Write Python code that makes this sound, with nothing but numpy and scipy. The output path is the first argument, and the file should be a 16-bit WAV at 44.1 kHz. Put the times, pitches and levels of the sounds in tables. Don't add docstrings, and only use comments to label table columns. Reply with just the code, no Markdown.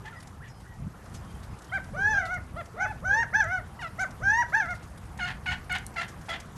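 import sys
import numpy as np
from scipy import signal
from scipy.fft import rfft, irfft, next_fast_len
from scipy.io import wavfile
from scipy.ndimage import uniform_filter1d

SR = 44100
rng = np.random.default_rng(int(sys.argv[2]) if len(sys.argv) > 2 else 0)


def undo_db(level):
    steps = np.asarray(level, float) / 20
    return 10 ** steps


def int16_out(signal):
    q = np.round(np.clip(np.atleast_2d(signal).T, -1, 1) * 32767)
    wavfile.write(sys.argv[1], SR, q.astype(np.int16))


N = 289719


def rms_one(x):
    return x / np.sqrt(np.mean(x ** 2) + 1e-20)


def at_hz(points, hz):
    return np.interp(np.log(hz), np.log(np.array(points)[:, 0]), np.array(points)[:, 1])


def wander(n, rate_hz):
    r = np.exp(-2 * np.pi * rate_hz / SR)
    return rms_one(signal.lfilter([1], [1, -2 * r, r * r], rng.standard_normal(n + 4000))[4000:])


def coloured(n, spectrum, pulses=0):
    size = next_fast_len(n)
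    hz = np.maximum(np.fft.rfftfreq(size, 1 / SR), 1)
    source = rfft(rng.standard_normal(n) + pulses, size)
    return rms_one(irfft(source * undo_db(at_hz(spectrum, hz)), size)[:n])


def placed(shape, start_s, length_s, hz, level_db, *rest):
    return [(start_s + share * length_s, ratio * hz, level_db + db, *more, *rest)
            for share, ratio, db, *more in shape]


def note(rows, edge_s):
    s, *columns = np.transpose(rows)
    t = np.arange(round(s[0] * SR), round(s[-1] * SR)) / SR
    edges = np.clip(np.minimum(t - s[0], s[-1] - t) / edge_s, 0, 1)
    return round(s[0] * SR), [np.interp(t, s, c) for c in columns], edges


# (frequency [Hz], level over the mean of the two lowest [dB])
CROW_THROAT = [(2100, -3), (2600, -19), (3500, -23), (4500, -30.5), (6000, -40), (12000, -45)]
# (frequency [Hz], level [dB])
WINDPIPE = [(3000, -87), (4800, -27), (5500, -13), (6000, -2), (6800, -17.5), (8000, -41), (12000, -46)]


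def glides(notes, beaks_db, shuts_db, throat, wobble, shimmer_db, tunes_db=np.zeros(9), pipes=np.ones(9)):
    out = np.zeros(N)
    for rows, beak_db, shut_db, tune_db, pipe in zip(notes, beaks_db, shuts_db, tunes_db, pipes):
        at, (hz, *controls), edges = note(rows, edge_s=0.0028)
        n = len(hz)
        t = np.arange(n) / SR
        first_db, second_db, third_db, ring_db = throat(hz, *controls)
        third_db = third_db + shut_db * np.exp(-t / 0.1)
        hz = uniform_filter1d(hz, size=300, mode="nearest") * (1 + wobble * wander(n, 67))
        phase = 2 * np.pi * np.cumsum(hz) / SR

        sizes = [undo_db(first_db), undo_db(second_db + tune_db), undo_db(third_db)]
        upper_db = (first_db + second_db) / 2 + beak_db + 0.28 * (ring_db + 47)
        late = undo_db(-8 * np.exp(-t / 0.022))
        for k in range(4, 15):
            through_throat = undo_db(upper_db + at_hz(CROW_THROAT, k * hz))
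            through_windpipe = undo_db(ring_db + at_hz(WINDPIPE, k * hz / pipe))
            sizes.append((through_throat + through_windpipe) * late)

        for k, size in enumerate(sizes, 1):
            depth_db = shimmer_db * (0.68 + 0.29 * min(k, 6.5) + 0.47 * (k > 3))
            shimmer = undo_db(depth_db * np.clip(wander(n, 42.4), -2.5, 1.2))
            partial = np.sqrt(2) * np.sin(k * phase + rng.uniform(0, 2 * np.pi))
            out[at:at + n] += edges * size * shimmer * partial
    return out


# (frequency [Hz], level [dB])
THROAT_FIRST = [(430, -45), (550, -46), (620, -42.5), (740, -40.5), (850, -35), (960, -24)]
THROAT_SECOND = [(860, -69), (1080, -51.5), (1400, -37), (1520, -28.5), (1665, -20.5), (1710, -20.5),
                 (1752, -32), (1790, -22.5), (1850, -27), (1930, -24.5)]
THROAT_THIRD = [(1300, -81), (1650, -51), (1800, -40.5), (1920, -45), (2130, -40), (2250, -46),
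                (2500, -48.5), (2900, -47.5)]
# (pitch [Hz], windpipe drive [dB])
WINDPIPE_DRIVE = [(550, -81), (650, -67), (740, -53), (850, -44.5), (960, -43)]


def crower_throat(hz, effort_db, windpipe_db):
    parts = enumerate([THROAT_FIRST, THROAT_SECOND, THROAT_THIRD], 1)
    levels = [at_hz(part, k * hz) for k, part in parts]
    levels.append(windpipe_db + at_hz(WINDPIPE_DRIVE, hz))
    return [effort_db + db for db in levels]


# (share of length [0-1], share of top pitch [0-1], effort [dB])
CHIP = [(0, .74, -6), (.15, .88, 3), (.35, 0.98, 2), (.55, 0.99, 1.5), (.78, .94, 2.5), (1, 0.68, 3.5)]
RISE = [(0, .459, -0.27), (.075, .625, -0.33), (.15, .79, -0.3), (.34, .836, 0.25), (.575, .925, 1),
        (.81, 1, 0), (.905, 0.99, -0.74), (1, .62, -1.2)]
TAIL = [(0, .88, -0.5), (.25, 0.94, 2), (.4, 1, 1), (.58, 0.98, 3), (.81, .96, 2.5), (.92, .86, -2.5),
        (1, 0.77, -1)]
# (start [s], length [s], top pitch [Hz], effort [dB], windpipe [dB])
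CHIPS = [
    (1.715, 0.075, 801.4, -3, -9),
    (2.557, 0.067, 704.6, -1, -31),
    (3.981, 0.074, 781, -0.5, 7.5),
]
RISES = [
    (3.021, .227, 932.7, 0.47, 1.4),
    (4.2, .242, 965, 0.012, 3.5),
]
TAILS = [
    (2.276, 0.11, 743, -0.35, -6),
    (3.476, 0.13, 756.6, 0.052, -2),
    (4.664, .082, 729.5, -1.2, -2),
]
# (time [s], pitch [Hz], effort [dB])
HEADS = [
    [(1.94, 558, -9), (1.97, 722.6, -1.5), (2.0, 778.4, -1), (2.1, 874, -0.5), (2.13, 862.6, 0),
     (2.145, 800.6, 0), (2.17, 811, -1), (2.2, 754, 2), (2.235, 660, 1.5)],
    [(3.325, 528, -2), (3.34, 739, 2.5), (3.355, 841, 1.5), (3.375, 876, -0.5), (3.4, 878.5, 2.5),
     (3.415, 813, 1.5), (3.435, 687, 0.5), (3.458, 627, 3)],
    [(4.52, 548, 0), (4.535, 750, 1), (4.55, 846, 1), (4.575, 909, 0), (4.6, 866, -1.5), (4.63, 716, 2.5),
     (4.655, 681, -0.5)],
]
HEAD_WINDPIPE_DB = [-0.5, 3.5, -0.5]
# (time [s], pitch [Hz], effort [dB])
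LONE = [(2.786, 600, -6), (2.798, 686, -2), (2.81, 721, 5.5), (2.83, 768, 1.5), (2.851, 733, 1.5),
        (2.869, 570, 6)]
# partials above the third, by beak opening [dB]
BEAK_DB = [3, 15, -2.5, -7, -10, -5, -4, -2, -4]
SHUT_DB = [5, -9, 1, -14, -12.5, -13, 1.5, 0, 0.5]
TUNED_DB = [0.24, -1.7, 1.4, -0.15, -0.55, -0.66, -0.26, 0.42, 0.19]
PIPE_SHIFT = [1.16, 1.0, 1.08, 1.0, 0.99, 1.01, 0.99, 0.99, 1.0]


def crowing_bird():
    notes = [placed(CHIP, *row) for row in CHIPS]
    notes += [placed(RISE, *row) for row in RISES]
    for head, ring_db, tail in zip(HEADS, HEAD_WINDPIPE_DB, TAILS):
        notes.append([(*p, ring_db) for p in head] + placed(TAIL, *tail))
    notes.append([(*p, 3.5) for p in LONE])
    return glides(notes, BEAK_DB, SHUT_DB, crower_throat, wobble=0.0026, shimmer_db=1.57,
                  tunes_db=TUNED_DB, pipes=PIPE_SHIFT)


# (start [s], length [s], pitch [Hz], level [dB], beak ring near 3.4 kHz [dB])
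CLUCKS = [
    (5.188, .14, 717, -31, -6.5),
    (5.457, 0.096, 728, -29, -10),
    (5.694, 0.088, 724, -29.5, -8.5),
    (5.959, 0.0904, 679.3, -31, -2.5),
    (6.284, 0.089, 664.6, -32.5, 12.5),
]
# (share of length [0-1], share of pitch, level [dB], rasp [0-1])
CLUCK = [(0, 1.0, -4, 0.2), (.08, 1.0, -2, 0.56), (.16, 1.005, -1.5, 0.18), (.3, 1.0, 1, 0.1),
         (.44, .988, 0.5, 0.13), (.49, 1.032, -.5, .36), (.57, 1.01, -1.5, 0.45), (.66, 1.0, 0.5, .85),
         (.85, .99, -6, 0.96), (1, 0.99, -16.5, 1)]
# (frequency [Hz], level [dB])
CLUCK_THROAT = [(350, -41), (600, -8.5), (1500, 5.5), (2950, -11.5), (3510, -16.5), (4460, -17.5),
                (5730, -30), (6490, -20.5), (8990, -38), (10500, -35), (12000, -37), (15600, -71),
                (22000, -120)]
# (frequency [Hz], density [dB per Hz])
RASP = [(450, -54), (755, -0.5), (1150, -10), (1500, -6.5), (1820, 4), (2200, -5.5), (3000, -6.5),
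        (4200, -16), (5550, -23), (6770, -24), (12000, -38), (22000, -90)]
CLUCK_BREAKS = [1, 0.91, 0.94, 0.8, 0.77]
HOARSE = [0, .03, .03, .12, .2]
# half partials, as every other cycle weakens [dB]
HALF_DB = [-5.5, -4, -4, -6, -7]
CLUCK_FIRSTS_DB = [0.5, -0.5, 0.5, -0.5, 5]
CLUCK_THIRDS_DB = [1.1, 6.2, 5.7, 2.3, 1.3]


def clucking_bird():
    out = np.zeros(N)
    per_cluck = zip(CLUCKS, CLUCK_BREAKS, CLUCK_THIRDS_DB, HALF_DB, HOARSE, CLUCK_FIRSTS_DB)
    for (*row, ring_db), breaks, third_db, half_db, hoarse, first_db in per_cluck:
        at, (hz, level_db, rasp), edges = note(placed(CLUCK, *row), edge_s=0.0016)
        n = len(hz)
        dip_db = 0.11 * (row[2] - 715)
        settle_s = 0.0061 * (row[1] / 0.09) ** 1.6
        tight = np.exp(-(np.arange(n) / SR / settle_s) ** 2)
        hz = hz * (1 + 0.33 * tight)
        rasp = np.clip(rasp * breaks + hoarse, 0, .95) ** 2
        jitter = (.003 + .03 * hoarse + .05 * rasp ** 2) * wander(n, 120)
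        phase = 2 * np.pi * np.cumsum(hz * (1 + jitter)) / SR
        slope_db = 0.13 * (level_db - level_db.max())
        throb = 2 * np.pi * np.cumsum(62.0 * undo_db(1.54 * wander(n, 15.1))) / SR

        voiced = 0
        for k in range(1, 16):
            size_db = at_hz(CLUCK_THROAT, k * hz) + slope_db * np.log2(max(k / 2, 1))
            size_db += first_db * (k == 1) + dip_db * (k == 2) + third_db * (k == 3)
            size_db += -10 * tight * (k > 2)
            size_db += ring_db * (np.exp(-((k * hz - 3370) / 260) ** 2) - 0.71 * (k == 4))
            size_db += min(.6 * k + 5 * hoarse, 2.6) * wander(n, 70)
            size_db += 5.5 * min(.2 * (k - 1) ** 2 + 2 * hoarse, 1) * np.sin(throb + 1.7 * k)
            voiced = voiced + undo_db(size_db) * np.sin(k * phase - 0.328 * k * k)

        halves = 0
        for k in range(1, 7):
            size_db = at_hz(RASP, (k + .5) * hz) + 3.0 * wander(n, 60)
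            halves = halves + undo_db(size_db) * np.sin((k + .5) * phase + k * k)

        snap_count = np.floor(np.cumsum(500 * undo_db(4 * wander(n, 300))) / SR)
        snaps = np.diff(snap_count, prepend=0) * rng.uniform(-1, 1, n)
        bursts = coloured(n, RASP, rms_one(snaps) * rasp)
        bursts = bursts * undo_db(2.5 * np.clip(wander(n, 61), -2, 1.3))
        broken = rms_one(rms_one(bursts) + undo_db(half_db) * rms_one(halves))
        mix = np.sqrt(1 - rasp) * rms_one(voiced) + np.sqrt(rasp) * broken
        out[at:at + n] += edges * undo_db(level_db) * mix
    return out


# (frequency [Hz], level [dB])
NEIGHBOUR_SECOND = [(850, -17), (1150, -6), (1420, 1), (1660, -8.5), (1760, -0.5)]


def neighbour_throat(hz, level_db, lift_db):
    second_db = level_db + lift_db + at_hz(NEIGHBOUR_SECOND, 2 * hz)
    return level_db, second_db, second_db - 11.0 - 1.2 * lift_db, second_db - 31


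# (time [s], pitch [Hz], level [dB])
OVERLAPS = [
    [(2.03, 397.4, -56), (2.1, 424, -46.5), (2.125, 531, -50.5), (2.145, 631, -47), (2.18, 714, -39.5),
     (2.22, 751.4, -43.5), (2.26, 735, -38), (2.295, 604, -52)],
    [(2.74, 424, -42), (2.758, 463, -47), (2.766, 567, -45), (2.78, 687.5, -42.5), (2.805, 802, -36.5),
     (2.85, 838, -33.5), (2.89, 882, -40.5), (2.915, 843, -36), (2.937, 565, -55)],
    [(3.07, 651, -51), (3.12, 482, -48), (3.15, 580, -44.5), (3.175, 537.6, -45), (3.21, 394, -50.5)],
]
# (time [s], pitch [Hz], level [dB])
PRELUDE = [(1.932, 504, -47), (1.95, 606, -41.5), (1.97, 580, -49), (1.995, 424, -48), (2.02, 398, -56)]


def neighbours():
    notes = [[(*p, 0) for p in rows] for rows in OVERLAPS + [PRELUDE]]
    return glides(notes, [7.7, 1.0, 2.5, 9.7], np.zeros(4), neighbour_throat, wobble=0.0078, shimmer_db=2.0)


# (frequency [Hz], level [dB])
WHINE_THROAT = [(650, -42), (980, -43), (1280, -41), (1370, -31.5), (1480, -34), (1940, -43.5), (2200, -46),
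                (2900, -52)]


def whiner_throat(hz, effort_db, windpipe_db):
    return [effort_db + at_hz(WHINE_THROAT, k * hz) for k in range(1, 4)] + [windpipe_db]


# (time [s], pitch [Hz], effort [dB], windpipe [dB])
WHINE = [(3.79, 986, -3, -86), (3.812, 951, 1, -64), (3.828, 724, -2.5, -64), (3.84, 700, -2.5, -85),
         (3.865, 654, -2, -95), (3.885, 650, -7, -84)]


def whining_bird():
    return glides([WHINE], [17.0], [0], whiner_throat, wobble=0.012, shimmer_db=2.2)


def far_throat(hz, level_db, second_db, third_db):
    return level_db, level_db + second_db, level_db + third_db, level_db - 30


# (time [s], pitch [Hz], level [dB], second partial over it [dB], third partial over it [dB])
FAR_CALLS = [
    [(.04, 850, -53, -6, -14), (.055, 870, -49, -8, -18), (.072, 852, -53, 5, -16),
     (.09, 900, -47, -7, -22), (.105, 946, -66, 11, -8), (.122, 880, -70, 12, -5)],
    [(.114, 735, -66, 12, -10), (.124, 735, -62, 15, -10), (.14, 672, -63, 12.5, 12),
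     (.16, 663, -68.5, 10, 17), (.178, 630, -67, 10, 17), (.198, 635, -70, 11, 10)],
    [(.405, 656, -72, 12, -10), (.422, 820, -68, 13, -10), (.432, 935, -69, 15, -12),
     (.448, 953, -65, 22, -8), (.468, 881, -69, 15, -8), (.485, 958, -72, 13, -9),
     (.505, 964, -74, 11, -10)],
]


def far_birds():
    return glides(FAR_CALLS, np.full(3, 4.0), np.zeros(3), far_throat, wobble=0.022, shimmer_db=3.0)


# (start [s], length [s], level [dB])
FAR_RASPS = [
    (0.044, 0.061, -47),
    (0.116, 0.066, -57),
    (0.427, 0.072, -55.5),
]


def far_rasps():
    out = np.zeros(N)
    for s, length, level_db in FAR_RASPS:
        n = round(length * SR)
        swell = undo_db(level_db + 3.0 * wander(n, 70)) * np.sqrt(np.hanning(n))
        out[round(s * SR):][:n] += swell * coloured(n, RASP)
    return out


# (start [s], length [s], frequency [Hz], rms level [dB])
PEEPS = [(.555, .07, 3110, -77), (.66, .12, 1920, -57), (.482, .125, 5080, -70), (.478, .06, 5650, -72),
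         (.478, .045, 6650, -72), (2.135, .065, 5020, -62), (.45, .04, 3370, -71), (.16, .04, 4980, -71),
         (1.16, .07, 5050, -72), (1.275, .05, 3180, -67), (1.345, .03, 3150, -69), (1.5, .07, 5050, -73),
         (1.695, .016, 3150, -58)]


def peeps():
    out = np.zeros(N)
    for s, length, hz, level_db in PEEPS:
        n = round(length * SR)
        along = np.arange(n) / n
        drift = .007 * wander(n, 90) + .012 * np.linspace(.5, -.5, n)
        phase = 2 * np.pi * np.cumsum(hz * (1 + drift)) / SR
        level = undo_db(level_db + 4 * wander(n, 70) - 10 * along)
        edges = np.minimum(np.minimum(along, 1 - along) / .1, 1)
        out[round(s * SR):][:n] += level * edges * np.sin(phase) * 2.4
    return out


# (time [s], peak level [dB], centre frequency [Hz])
TICKS = [(0.056, -41, 4400), (0.201, -36, 4840), (.226, -38.5, 8130), (0.271, -38, 6060),
         (1.056, -43, 6050), (1.245, -43.5, 5400), (1.309, -43, 4720), (1.586, -39, 6740),
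         (1.618, -35, 6540), (1.642, -37, 5140), (1.84, -39.5, 5100), (2.339, -37, 6000),
         (2.655, -38, 5280), (3.813, -38, 4970), (4.106, -37.5, 5620), (4.655, -40, 4620),
         (4.704, -36, 5000), (4.75, -42, 7000), (4.975, -37, 8600), (5.174, -34, 6800), (5.6406, -43, 9100),
         (5.722, -42, 11000), (5.781, -33, 8000), (5.94, -41, 6460), (.636, -56, 4200), (.654, -53, 3500),
         (6.262, -46, 7000), (6.211, -39.5, 5600), (6.4, -30.5, 5800)]
# (time [s], peak level [dB], centre frequency [Hz])
SCUFFS = [(0.066, -50, 5360), (.475, -46, 6400), (.598, -46, 8000), (6.555, -41, 5940),
          (1.139, -31.5, 5900), (1.426, -34.5, 3920), (2.253, -34.5, 3900), (3.999, -38, 5500),
          (4.005, -35, 8000), (4.488, -39, 10200), (4.744, -42, 4500), (4.823, -42.5, 6314),
          (6.077, -33.5, 6107), (6.251, -40.5, 5810), (6.287, -31, 4740)]
# (time [s], peak level [dB], centre frequency [Hz], length [s])
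SNAPS = [(5.8595, -43, 6000, .0008), (5.8625, -40, 8000, .001), (5.8654, -17.5, 9100, .0002),
         (5.8656, -29, 5400, .0008), (5.867, -39, 8100, .002), (3.4395, -31, 6500, .002),
         (2.254, -33, 4200, .002), (5.7215, -27, 9000, .0005), (5.727, -26, 8000, .0007),
         (5.7545, -33, 9500, .0005), (5.784, -28, 6500, .0008), (3.9945, -31, 5500, .001),
         (3.995, -37, 3900, .001)]


def husk_steps():
    out, t = np.zeros(N + SR), np.arange(SR // 12) / SR
    contacts = [(*row, 0.0037) for row in TICKS] + [(*row, 0.01) for row in SCUFFS] + list(SNAPS)
    for s, peak_db, hz, length in contacts:
        cracks_db = 2.5 * np.minimum(rng.exponential(1, len(t)), 4)
        along = t / np.clip(length, .0002, .02)
        crackle = rng.standard_normal(len(t)) * undo_db(cracks_db) * along * np.exp(-along)
        band = [hz / 1.22, min(hz * 1.22, 11500)]
        tick = signal.sosfilt(signal.butter(2, band, "band", fs=SR, output="sos"), crackle)
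        crunch = signal.sosfilt(signal.butter(2, [1500, 8500], "band", fs=SR, output="sos"), crackle)
        both = tick + 2.0 * min(length * 250, 1) ** 2 * crunch
        out[round(s * SR):][:len(t)] += undo_db(peak_db - 5.0) * both / np.abs(both).max()
    return out[:N]


# (start [s], length [s], frequency [Hz], rms level [dB])
BUMPS = [
    (.775, 0.11, 125.2, -41),
    (.862, 0.021, 185, -34.5),
]


def bumps():
    out = np.zeros(N)
    for s, length, hz, level_db in BUMPS:
        n = round(length * SR)
        phase = 2 * np.pi * np.cumsum(hz * undo_db(2.2 * wander(n, 60))) / SR
        out[round(s * SR):][:n] += undo_db(level_db + 7.5) * np.sqrt(np.hanning(n)) * np.sin(phase)
    return out


def yard(x):
    t60_s, cut_hz, level_db = 0.24, 6200, -14.5
    t = np.arange(SR // 2) / SR
    tail = rng.standard_normal(len(t)) * undo_db(-60 * t / t60_s) * (t > .004)
    tail = signal.sosfilt(signal.butter(1, cut_hz, fs=SR, output="sos"), tail)
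    return undo_db(level_db) * signal.fftconvolve(x, tail / np.sqrt(np.sum(tail ** 2)))[:N]


def patchy(x, depth_db):
    size = next_fast_len(N)
    spectrum, hz, out = rfft(x, size), np.fft.rfftfreq(size, 1 / SR), 0
    band = np.floor(2 * np.log2(np.maximum(hz, 250) / 250))
    for k in range(12):
        out = out + irfft(spectrum * (band == k), size)[:N] * undo_db(depth_db * wander(N, 22.0))
    return out


# (frequency [Hz], density [dB per Hz])
AIR = [(15, -44), (25, -11.5), (59, 1.5), (107, 0.5), (205, -7.5), (296, -16), (597, -19.5), (697, -17),
       (1300, -19.5), (1920, -26.5), (2310, -31.5), (3980, -38.5), (11600, -40.5), (12500, -44),
       (16200, -99), (22000, -120)]
# (time [s], level [dB])
TRAFFIC = [(0.0, -45.5), (0.73, -46), (0.88, -36.5), (0.91, -45), (1.53, -41.5), (1.59, -50), (2.1, -37.5),
           (2.51, -44), (2.54, -34), (2.61, -45), (3.11, -41), (4.19, -45.5), (4.23, -35.5), (4.35, -46),
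           (5.74, -40.5), (5.82, -44.5), (6.53, -45.5), (6.57, -37)]
# (time [s], level [dB])
BREEZE = [(0, -51), (.5, -53.5), (.9, -52.5), (1.15, -49.5), (2.6, -51), (4.3, -49.5), (5.6, -50.5),
          (6.1, -49), (6.57, -50)]


def air():
    t = np.arange(N) / SR
    traffic_s, rumble_db = np.transpose(TRAFFIC)
    breeze_s, hiss_db = np.transpose(BREEZE)
    bed = coloured(N, AIR)
    low = signal.sosfiltfilt(signal.butter(2, 245, fs=SR, output="sos"), bed)
    falls = rng.random(N) < 400 * undo_db(6.0 * wander(N, 6)) / SR
    grains = falls * rng.standard_normal(N) + 1e-18
    grains = signal.sosfilt(signal.butter(2, [4500, 10500], "band", fs=SR, output="sos"), grains)
    hiss = rms_one(patchy(bed - low, depth_db=1.97)) + undo_db(-21.0) * rms_one(grains)
    lumps_db = 0.5 * wander(N, 3) + 1.8 * wander(N, 10)
    rumble = rms_one(low) * undo_db(np.interp(t, traffic_s, rumble_db) + lumps_db)
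    return hiss * undo_db(np.interp(t, breeze_s, hiss_db)) + rumble


def scene():
    near = crowing_bird() + peeps() + husk_steps() + far_rasps()
    near += neighbours() + whining_bird() + far_birds()
    clucks = clucking_bird()
    echoes = yard(near + undo_db(2.5) * clucks)
    return (near + clucks + echoes + air() + bumps())[None]


def low_pass(x):
    return signal.sosfilt(signal.butter(12, 13190, fs=SR, output="sos"), x)


def record(dry):
    cut = signal.ellip(10, 1, 60, 12650, fs=SR, output="sos")
    return low_pass(signal.sosfilt(cut, dry))


dry = scene()
out = record(dry)
int16_out(out)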